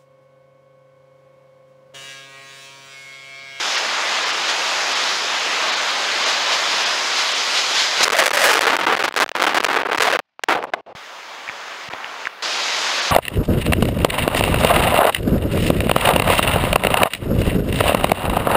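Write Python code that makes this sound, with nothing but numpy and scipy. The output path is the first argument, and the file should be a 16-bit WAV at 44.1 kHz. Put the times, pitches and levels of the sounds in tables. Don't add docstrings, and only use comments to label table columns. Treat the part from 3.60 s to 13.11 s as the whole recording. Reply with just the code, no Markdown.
import sys
import numpy as np
from scipy import signal
from scipy.fft import rfft, irfft, next_fast_len
from scipy.io import wavfile
from scipy.ndimage import uniform_filter1d

SR = 44100
rng = np.random.default_rng(int(sys.argv[2]) if len(sys.argv) > 2 else 0)


def wav_out(sig):
    wavfile.write(sys.argv[1], SR, np.round(np.clip(np.atleast_2d(sig).T, -1, 1) * 32767).astype(np.int16))


def elevation(decibels):
    levels = np.asarray(decibels, float)
    return 10 ** (levels / 20)


N = 419391

# time [s], level [dB], brightness (share above 3 kHz) [dB].
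ROAR = [(0.0, -21.5, -3.5), (0.18, -20.5, -4), (0.22, -21, -6.5), (1.51, -19.5, -4.5), (1.62, -21, -5),
        (2.03, -20, -6.5), (4.24, -20, -2), (4.36, -20, -3.5), (4.4, -16.5, -3.5)]
# time [s], level [dB], brightness [dB].
PLUNGE = [
    [(4.403, -18, -5.5), (4.408, -10, -6), (4.427, -16, -4.5)],
    [(4.429, -10, -2), (4.445, -11.5, -2)],
]
# time [s], level [dB], brightness [dB].
ROAR_RETURN = [
    [(7.352, -36.5, -9.5), (7.842, -35.5, -10), (8.289, -32.5, -9.5)],
    [(8.3, -34.5, -13.5), (8.676, -31, -10)],
    [(8.677, -38.5, -12), (8.822, -38.5, -11)],
    [(8.823, -23.5, -3.5), (9.405, -20, -4), (9.51, -21.5, -4)],
]
# frequency [Hz], density [dB per Hz].
FOAM_SPECTRUM = [(92, -34.5), (181, -18.5), (349, -9), (578, -2.5), (1090, 1), (2200, -2), (3500, -3.5),
                 (5200, -8), (5600, -11.5), (7000, -16.5), (8000, -28.5), (10200, -36.5), (10900, -41.5),
                 (12700, -42.5), (13500, -58.5)]
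# start [s], end [s], treble change [dB].
PORT_WATER = [
    (4.428, 4.45, 11),
    (8.677, 8.822, -13),
]
# time [s], depth [dB].
TREBLE_DIPS = [(.17, -29), (.65, -20), (.72, -17), (1.345, -18), (2.113, -22), (2.156, -19), (2.65, -19),
               (3.25, -20), (3.74, -22), (9.41, -20)]
# time [s], rise [dB], length [s].
SURGES = [(0.17, 4, 0.012), (0.901, 5, 0.013), (1.35, 1, 0.047), (3.597, 3.5, 0.033), (3.972, 4, 0.047),
          (4.2, 4.5, 0.057), (2.696, 3.5, 0.057), (2.933, 3.5, 0.027)]
# start [s], length [ms], level [dB].
SLAMS_SINKING = [(4.4501, 22.7, -19), (4.4766, 5.6, -17), (4.4998, 8.6, -20), (4.52, 67.6, -16.5),
                 (4.586, 44.7, -11.5), (4.6349, 21, -19), (4.658, 11.7, -14), (4.677, 6.6, -18),
                 (4.7056, 3.1, -25.5), (4.7118, 8.1, -21), (4.7318, 28.7, -16.5), (4.769, 91.7, -13),
                 (4.8566, 59, -11.5), (4.9131, 31.7, -16), (4.9482, 39, -16.5), (4.9913, 2.6, -19),
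                 (5.0079, 38.4, -18.5), (5.0492, 9, -18), (5.0669, 90, -14), (5.1661, 2.3, -22),
                 (5.1864, 68, -20), (5.2643, 86, -13.5), (5.3509, 3.6, -23), (5.371, 10.2, -27),
                 (5.3912, 30, -18.5), (5.4369, 23.4, -15.5), (5.4787, 12, -24), (5.5092, 1.8, -38),
                 (5.54, 5.2, -30.5)]
# start [s], length [ms], level [dB].
SLAMS_INVERTED = [(5.5624, 20.3, -16), (5.5885, 4.45, -22), (5.6, 35.8, -12), (5.6391, 3.04, -24.5),
                  (5.6619, 1.5, -35), (5.6898, 3, -29.5), (5.7157, 3, -31.5), (5.7499, 12.7, -20),
                  (5.7663, 24, -26.5), (5.7961, 14.7, -19), (5.816, 28, -12.5), (5.8479, 6.5, -21),
                  (5.8658, 18.7, -13.5), (5.8909, 45.7, -20.5), (5.9442, 40.6, -14.5), (6.003, 10.2, -20),
                  (6.022, 8.6, -26), (6.0445, 8, -14), (6.0608, 8.7, -23), (6.0803, 59, -18),
                  (6.1433, 9.4, -22), (6.159, 20.9, -14.5), (6.1859, 36.6, -24.5), (6.232, 4.1, -26),
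                  (6.249, 24.3, -20.5), (6.2862, 17.4, -24.5), (6.3135, 11.4, -18), (6.3302, 3.9, -20.5),
                  (6.346, 9, -18.5), (6.3807, 5.5, -19.5)]
# start [s], length [ms], level [dB].
SLAMS_ROLLING = [(6.399, 14.6, -15), (6.4183, 20, -14), (6.442, 22, -16.5), (6.4678, 22, -14),
                 (6.4995, 12.7, -19.5), (6.5147, 2, -24), (6.5249, 45, -15), (6.5907, 9.9, -27),
                 (6.7938, .85, -40.5), (6.8358, 4.3, -22.5), (6.8853, 29.5, -12.5), (6.9158, 29, -15.5),
                 (6.949, 12, -21.5), (6.972, 8, -29), (6.9852, 7.2, -30.5), (7.0266, 2, -33),
                 (7.039, 7.4, -24.5), (7.051, 2, -37), (7.1356, 7, -17.5), (7.143, 5, -30)]
# start [s], length [ms], level [dB].
FLICKS = [(4.492, 2.4, -30), (4.6904, 5.5, -29), (4.7624, 3, -27), (5.1737, 1.4, -36), (5.3653, 1.2, -33),
          (5.425, 1.3, -26), (5.5242, .5, -42.5), (5.5526, 1.2, -44), (5.6795, 0.83, -44),
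          (5.9997, 0.97, -34), (6.0384, 1, -29.5), (6.0725, 2.1, -35), (6.338, 0.98, -35),
          (6.3592, 1.1, -34), (6.3738, 2.05, -30), (6.494, 1.9, -34.5), (7.022, 2.6, -43)]
# time [s], swing rate [Hz], share of sound above 5 kHz [dB].
STRAIN = [(4.47, 480, -11.5), (4.62, 517, -11.5), (4.87, 549.6, -6.5), (5.03, 339.8, -14.5),
          (5.22, 295, -14), (5.45, 359, -14.5), (5.61, 418, -11.5), (5.76, 307.8, -16.5),
          (6.02, 319.3, -15), (6.045, 750, -8), (6.07, 353, -16.5), (6.24, 327, -18), (6.43, 397, -12),
          (6.8, 450, -22), (6.835, 330, -10), (6.9, 358, -17.5), (7.04, 520, -23), (7.13, 1050, -17.5)]
# start [s], level [dB].
PINNED = [(4.447, -42), (5.25, -95), (5.27, -48.5), (5.422, -86), (5.44, -32), (5.48, -58), (5.63, -93),
          (5.717, -50.5), (5.87, -38), (5.93, -46), (6.25, -42.5), (6.33, -57),
          (6.388, -97.5)  , (6.4, -38), (6.56, -63), (6.601, -76), (6.795, -66.5), (6.841, -52)]
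# frequency [Hz], density [dB per Hz].
SEEP_SPECTRUM = [(60, -18.5), (217, -11), (417, -22), (750, -8), (1200, -11), (2500, -12), (5000, -21),
                 (9000, -47), (16000, -50)]
# frequency [Hz], density [dB per Hz].
POCKET_SPECTRUM = [(60, -25), (250, -16.5), (480, -6), (750, -4.5), (1000, -11), (1500, -20.5), (2700, -25),
                   (5000, -39.5), (7000, -52), (16000, -71)]
# start [s], length [ms], level [dB].
CLOGS = [(7.056, 12, -48), (7.104, 20, -71), (7.12, 17, -43), (7.211, 51, -74), (7.329, 21, -62),
         (8.289, 11, -52)]
# time [s], peak [dB], pitch [Hz], t60 [s], thump [dB].
DRIPS = [(7.351, -21, 910, 0.0021, -26), (7.8785, -16, 1900, 0.0047, -48), (7.8803, -19, 2400, .004, -50),
         (7.8893, -11, 2300, 0.0066, -40), (7.8968, -8, 1700, 0.0016, -39), (8.278, -34, 2500, 0.0025, -45),
         (8.287, -23, 2800, 0.0061, -23), (8.3325, -15, 2420, 0.003, -46), (8.3362, -13, 800, 0.0063, -43),
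         (8.3362, -11, 2000, .002, -50), (8.3362, -17, 3400, 0.0021, -50), (8.347, -20, 980, 0.0041, -48),
         (8.4445, -16, 2920, .005, -45), (8.4447, -15, 1900, 0.0032, -50), (8.6547, -9, 2230, 0.0034, -44),
         (8.671, -4.5, 1660, 0.004, -45)]

SPELLS = [*SLAMS_SINKING, *SLAMS_INVERTED, *SLAMS_ROLLING, *FLICKS]

# inner edges, level at CLEAR_DB brightness, dB gained per dB of brightness
ZONES_HZ = (1200, 3000, 7500)
ZONE_DB, CLEAR_DB = (-5, -1, -2, -16.5), -5.5
ZONE_LEAN = (-0.61, -0.38, 1, 0.58)
LOW_CUT_HZ, VENT_HZ = 264, 800
PORT_HZ, PORT_WIDTH_HZ, CROSSING_S = 2950, 870, 0.00032
BURST_MS, WEAK_BURST_MS, WEAK_DB = 30, 9, -21.8
STALL_MS, FLICK_HZ_MS = 2.5, 450
SWELL_DB, SWELL_SHARE = -6, 0.15
RATE_SCATTER_DB, EDGE_SCATTER_DB, BURST_SCATTER_DB = 1.7, 2, 1.1
FREE_SEEP_DB, SURFACE_S = -34.5, 6.94
DRAIN_START_S, DRAIN_STOP_S, DRAIN_FADE_S = 6.9515, 7.351, 0.07
DRAIN_DB, DRAIN_END_DB = -15.5, -36.5
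GLUG_HZ, GLUG_DB = 75, 5
TOP_HZ = 15750


def level(x, db):
    return x * elevation(db) / np.sqrt(np.mean(x ** 2) + 1e-18)


def walk(rate_hz):
    hold = int(SR / rate_hz)
    steps = np.repeat(rng.standard_normal(N // hold + 1), hold)
    return 1.07 * uniform_filter1d(uniform_filter1d(steps, hold), hold)[:N]


def colour(x, shape, lo_hz=0., hi_hz=SR):
    size = next_fast_len(N)
    hz = np.arange(size // 2 + 1) * SR / size + 0.0011
    shape_hz, shape_db = np.transpose(shape)
    gain = elevation(np.interp(np.log(hz), np.log(shape_hz), shape_db))
    band = (hz >= lo_hz) * (hz < hi_hz)
    return irfft(rfft(x, size) * gain * band, size)[:N]


def cut(x, hz, kind, order=2):
    return signal.sosfilt(signal.butter(order, hz, kind, fs=SR, output="sos"), x)


def roar_curves_db():
    t = np.arange(N) / SR
    curves = np.full((4, N), -120.)
    for rows in [ROAR + PLUNGE[0], PLUNGE[1], *ROAR_RETURN]:
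        s, roar_db, bright_db = np.transpose(rows)
        span = (t >= s[0]) & (t <= s[-1] + 0.001)
        for zone, (db, lean) in enumerate(zip(ZONE_DB, ZONE_LEAN)):
            curves[zone, span] = np.interp(t[span], s, roar_db + db + lean * (bright_db - CLEAR_DB))
    for start, end, db in PORT_WATER:
        curves[3] += db * ((t > start) & (t < end))
    for s, db in TREBLE_DIPS:
        curves[3] += db * np.exp(-((t - s) / 0.0065) ** 2)
    zone_share = np.array([[0.4], [0.8], [1], [1]])
    for s, db, length in SURGES:
        curves += zone_share * db * np.exp(-((t - s) / length) ** 2)
    return curves


def foam():
    curves = roar_curves_db()
    out = level(rng.standard_normal(N), -55.5) * (curves[0] > -100)
    pops = (rng.random(N) < 3000 / SR) * rng.standard_normal(N) * elevation(1.6 * rng.exponential(size=N))
    wash = rng.standard_normal(N) + level(pops, -5.5)
    edges = (50, *ZONES_HZ, SR / 2)
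    zones = []
    for steps in np.geomspace(edges[:-1], edges[1:], 5).T:
        zones.append([colour(wash, FOAM_SPECTRUM, a, b) for a, b in zip(steps, steps[1:])])
    zone_rms = np.array([[np.std(sum(zone))] for zone in zones])
    gains = uniform_filter1d(elevation(curves + 0.57 * walk(6)), size=24) / zone_rms
    for k, band in enumerate(sum(zones, [])):
        place = np.clip((k - 1.5) / 4, 0, 2.999)
        near, share = int(place), place % 1
        gain = gains[near] ** (1 - share) * gains[near + 1] ** share
        out = out + band * elevation(0.95 * walk(18)) * gain
    return out


def slam(ms, hz, db, edge_db, chance):
    size = int(ms * SR / 1000)
    halves = 2 * max(round(ms * hz / 1000), 1)
    ends = np.cumsum(elevation(900 / hz * chance[:halves]))
    ends = (ends - 0.5 * ends[0]) * size / (ends[-1] - 0.5 * ends[0])
    which = np.searchsorted(ends, np.arange(size)).clip(0, halves - 1)

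    sluggish = elevation(0.23 * max(-6 - edge_db, 0))
    crossing = CROSSING_S * SR * sluggish * elevation(2.0 * chance[halves:2 * halves])
    crossing = np.minimum(crossing, 0.8 * np.diff(np.r_[-size, ends]))
    progress = 1.5 - (ends[which] - np.arange(size)) / crossing[which]
    rattle = 0.16 * elevation(edge_db + 4.5) * np.resize(chance, size) * (progress > 0)
    recoil = -0.4 * progress.clip(0)
    speed = np.where(progress > 0.5, progress - 0.5, recoil) + rattle

    reach = elevation(15.5 * chance[::-1][which]).clip(0, 1.3)
    age = np.arange(size) / size
    reach *= elevation(-5.0 * age + SWELL_DB * (1 - age / SWELL_SHARE).clip(0))
    swings = np.r_[(-1.) ** which * reach * speed, np.zeros(400)]
    stiff = cut(swings, VENT_HZ, "high", order=1)
    spikes = cut(stiff, LOW_CUT_HZ, "high", order=1)
    ring = signal.lfilter(*signal.iirpeak(PORT_HZ, PORT_HZ / PORT_WIDTH_HZ, fs=SR), spikes)

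    cushion_hz = np.clip(15000 * elevation(1.03 * (edge_db + 4.5)), 900, 19000)
    soft = cut(spikes + 0.19 * ring, cushion_hz, "low")
    glint = np.r_[elevation(edge_db + 4 + 5.0 * chance[which + 90]).clip(0, 1), np.zeros(400)]
    edge = cut(cut(spikes, cushion_hz, "high", order=1), 9800.0, "low", order=1)
    hard = uniform_filter1d(glint, size=24, origin=11) * edge
    return level(soft + hard, db) * np.sqrt(len(spikes) / size)


def slamming():
    out = np.zeros(N)
    when, swing_hz, edge_db = np.transpose(STRAIN)
    for (s, ms, db), rows in zip(SPELLS, rng.standard_normal((len(SPELLS), 6, 200))):
        burst_ms = BURST_MS if db > WEAK_DB else WEAK_BURST_MS
        count = min(int(np.ceil(ms / burst_ms)), 6)
        for k, row in enumerate(rows[:count]):
            start_s = s + k * ms / count / 1000
            length_ms = ms / count - STALL_MS * (k < count - 1)
            hz = np.interp(start_s, when, swing_hz) * elevation(RATE_SCATTER_DB * row[80])
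            hz += FLICK_HZ_MS / length_ms
            burst_db = db + BURST_SCATTER_DB * row[81] * (count > 1)
            burst_edge_db = np.interp(start_s, when, edge_db) + EDGE_SCATTER_DB * row[82]
            burst = slam(length_ms, hz, burst_db, burst_edge_db, row)
            at = int(start_s * SR)
            out[at:at + len(burst)] += burst
    return out


def seep_db(t):
    free = np.zeros(N, bool)
    for s, ms, _ in SPELLS:
        free[int(s * SR):int((s + ms / 1000) * SR)] = True
    marks = np.array([(0, -120), *PINNED])
    pinned_db = marks[np.searchsorted(marks[:, 0], t, "right") - 1, 1]
    db = np.where(free, FREE_SEEP_DB, pinned_db)
    since = t - DRAIN_START_S
    full = np.exp(-since.clip(0) / DRAIN_FADE_S)
    glug_db = GLUG_DB * np.cos(2 * np.pi * GLUG_HZ * since)
    draining = DRAIN_END_DB + (DRAIN_DB - DRAIN_END_DB + glug_db) * full
    db = np.where(t < DRAIN_START_S, db, np.where(t < DRAIN_STOP_S, draining, -120))
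    for s, ms, clog_db in CLOGS:
        db[(t >= s) & (t < s + ms / 1000)] = clog_db
    return db


def gurgle():
    t = np.arange(N) / SR
    below = level(colour(rng.standard_normal(N), SEEP_SPECTRUM), 0) * elevation(5.6 * walk(120))
    above = level(colour(rng.standard_normal(N), POCKET_SPECTRUM), 0) * elevation(1.3 * walk(54))
    return np.where(t < SURFACE_S, below, above) * elevation(uniform_filter1d(seep_db(t), size=90))


def drips():
    out, t = np.zeros(N), np.arange(2000) / SR
    for s, db, hz, t60, thump_db in DRIPS:
        decay = np.exp(-np.log(1000) * t / t60)
        ring = np.sin(2 * np.pi * hz * t) * decay * (1 - np.exp(-t / 0.00062))
        thump = np.sin(2 * np.pi * 160 * t) * np.exp(-t / 0.0027)
        at = int(s * SR)
        out[at:at + len(t)] += elevation(db) * ring / ring.max() + elevation(thump_db) * thump
    return out


def preamp_hiss():
    return level(colour(rng.standard_normal(N), SEEP_SPECTRUM), -79)


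def scene():
    return (foam() + slamming() + gurgle() + drips() + preamp_hiss())[None]


def band_limit(x):
    return signal.sosfilt(signal.butter(12, 16850, fs=SR, output="sos"), x)


def record(dry):
    rounded = np.tanh(0.82 * dry) / 1.117
    rumble_free = cut(rounded, 77.0, "high")
    top = signal.ellip(7, 0.3, 26, TOP_HZ, fs=SR, output="sos")
    return band_limit(signal.sosfilt(top, rumble_free))


dry = scene()
out = record(dry)
wav_out(out)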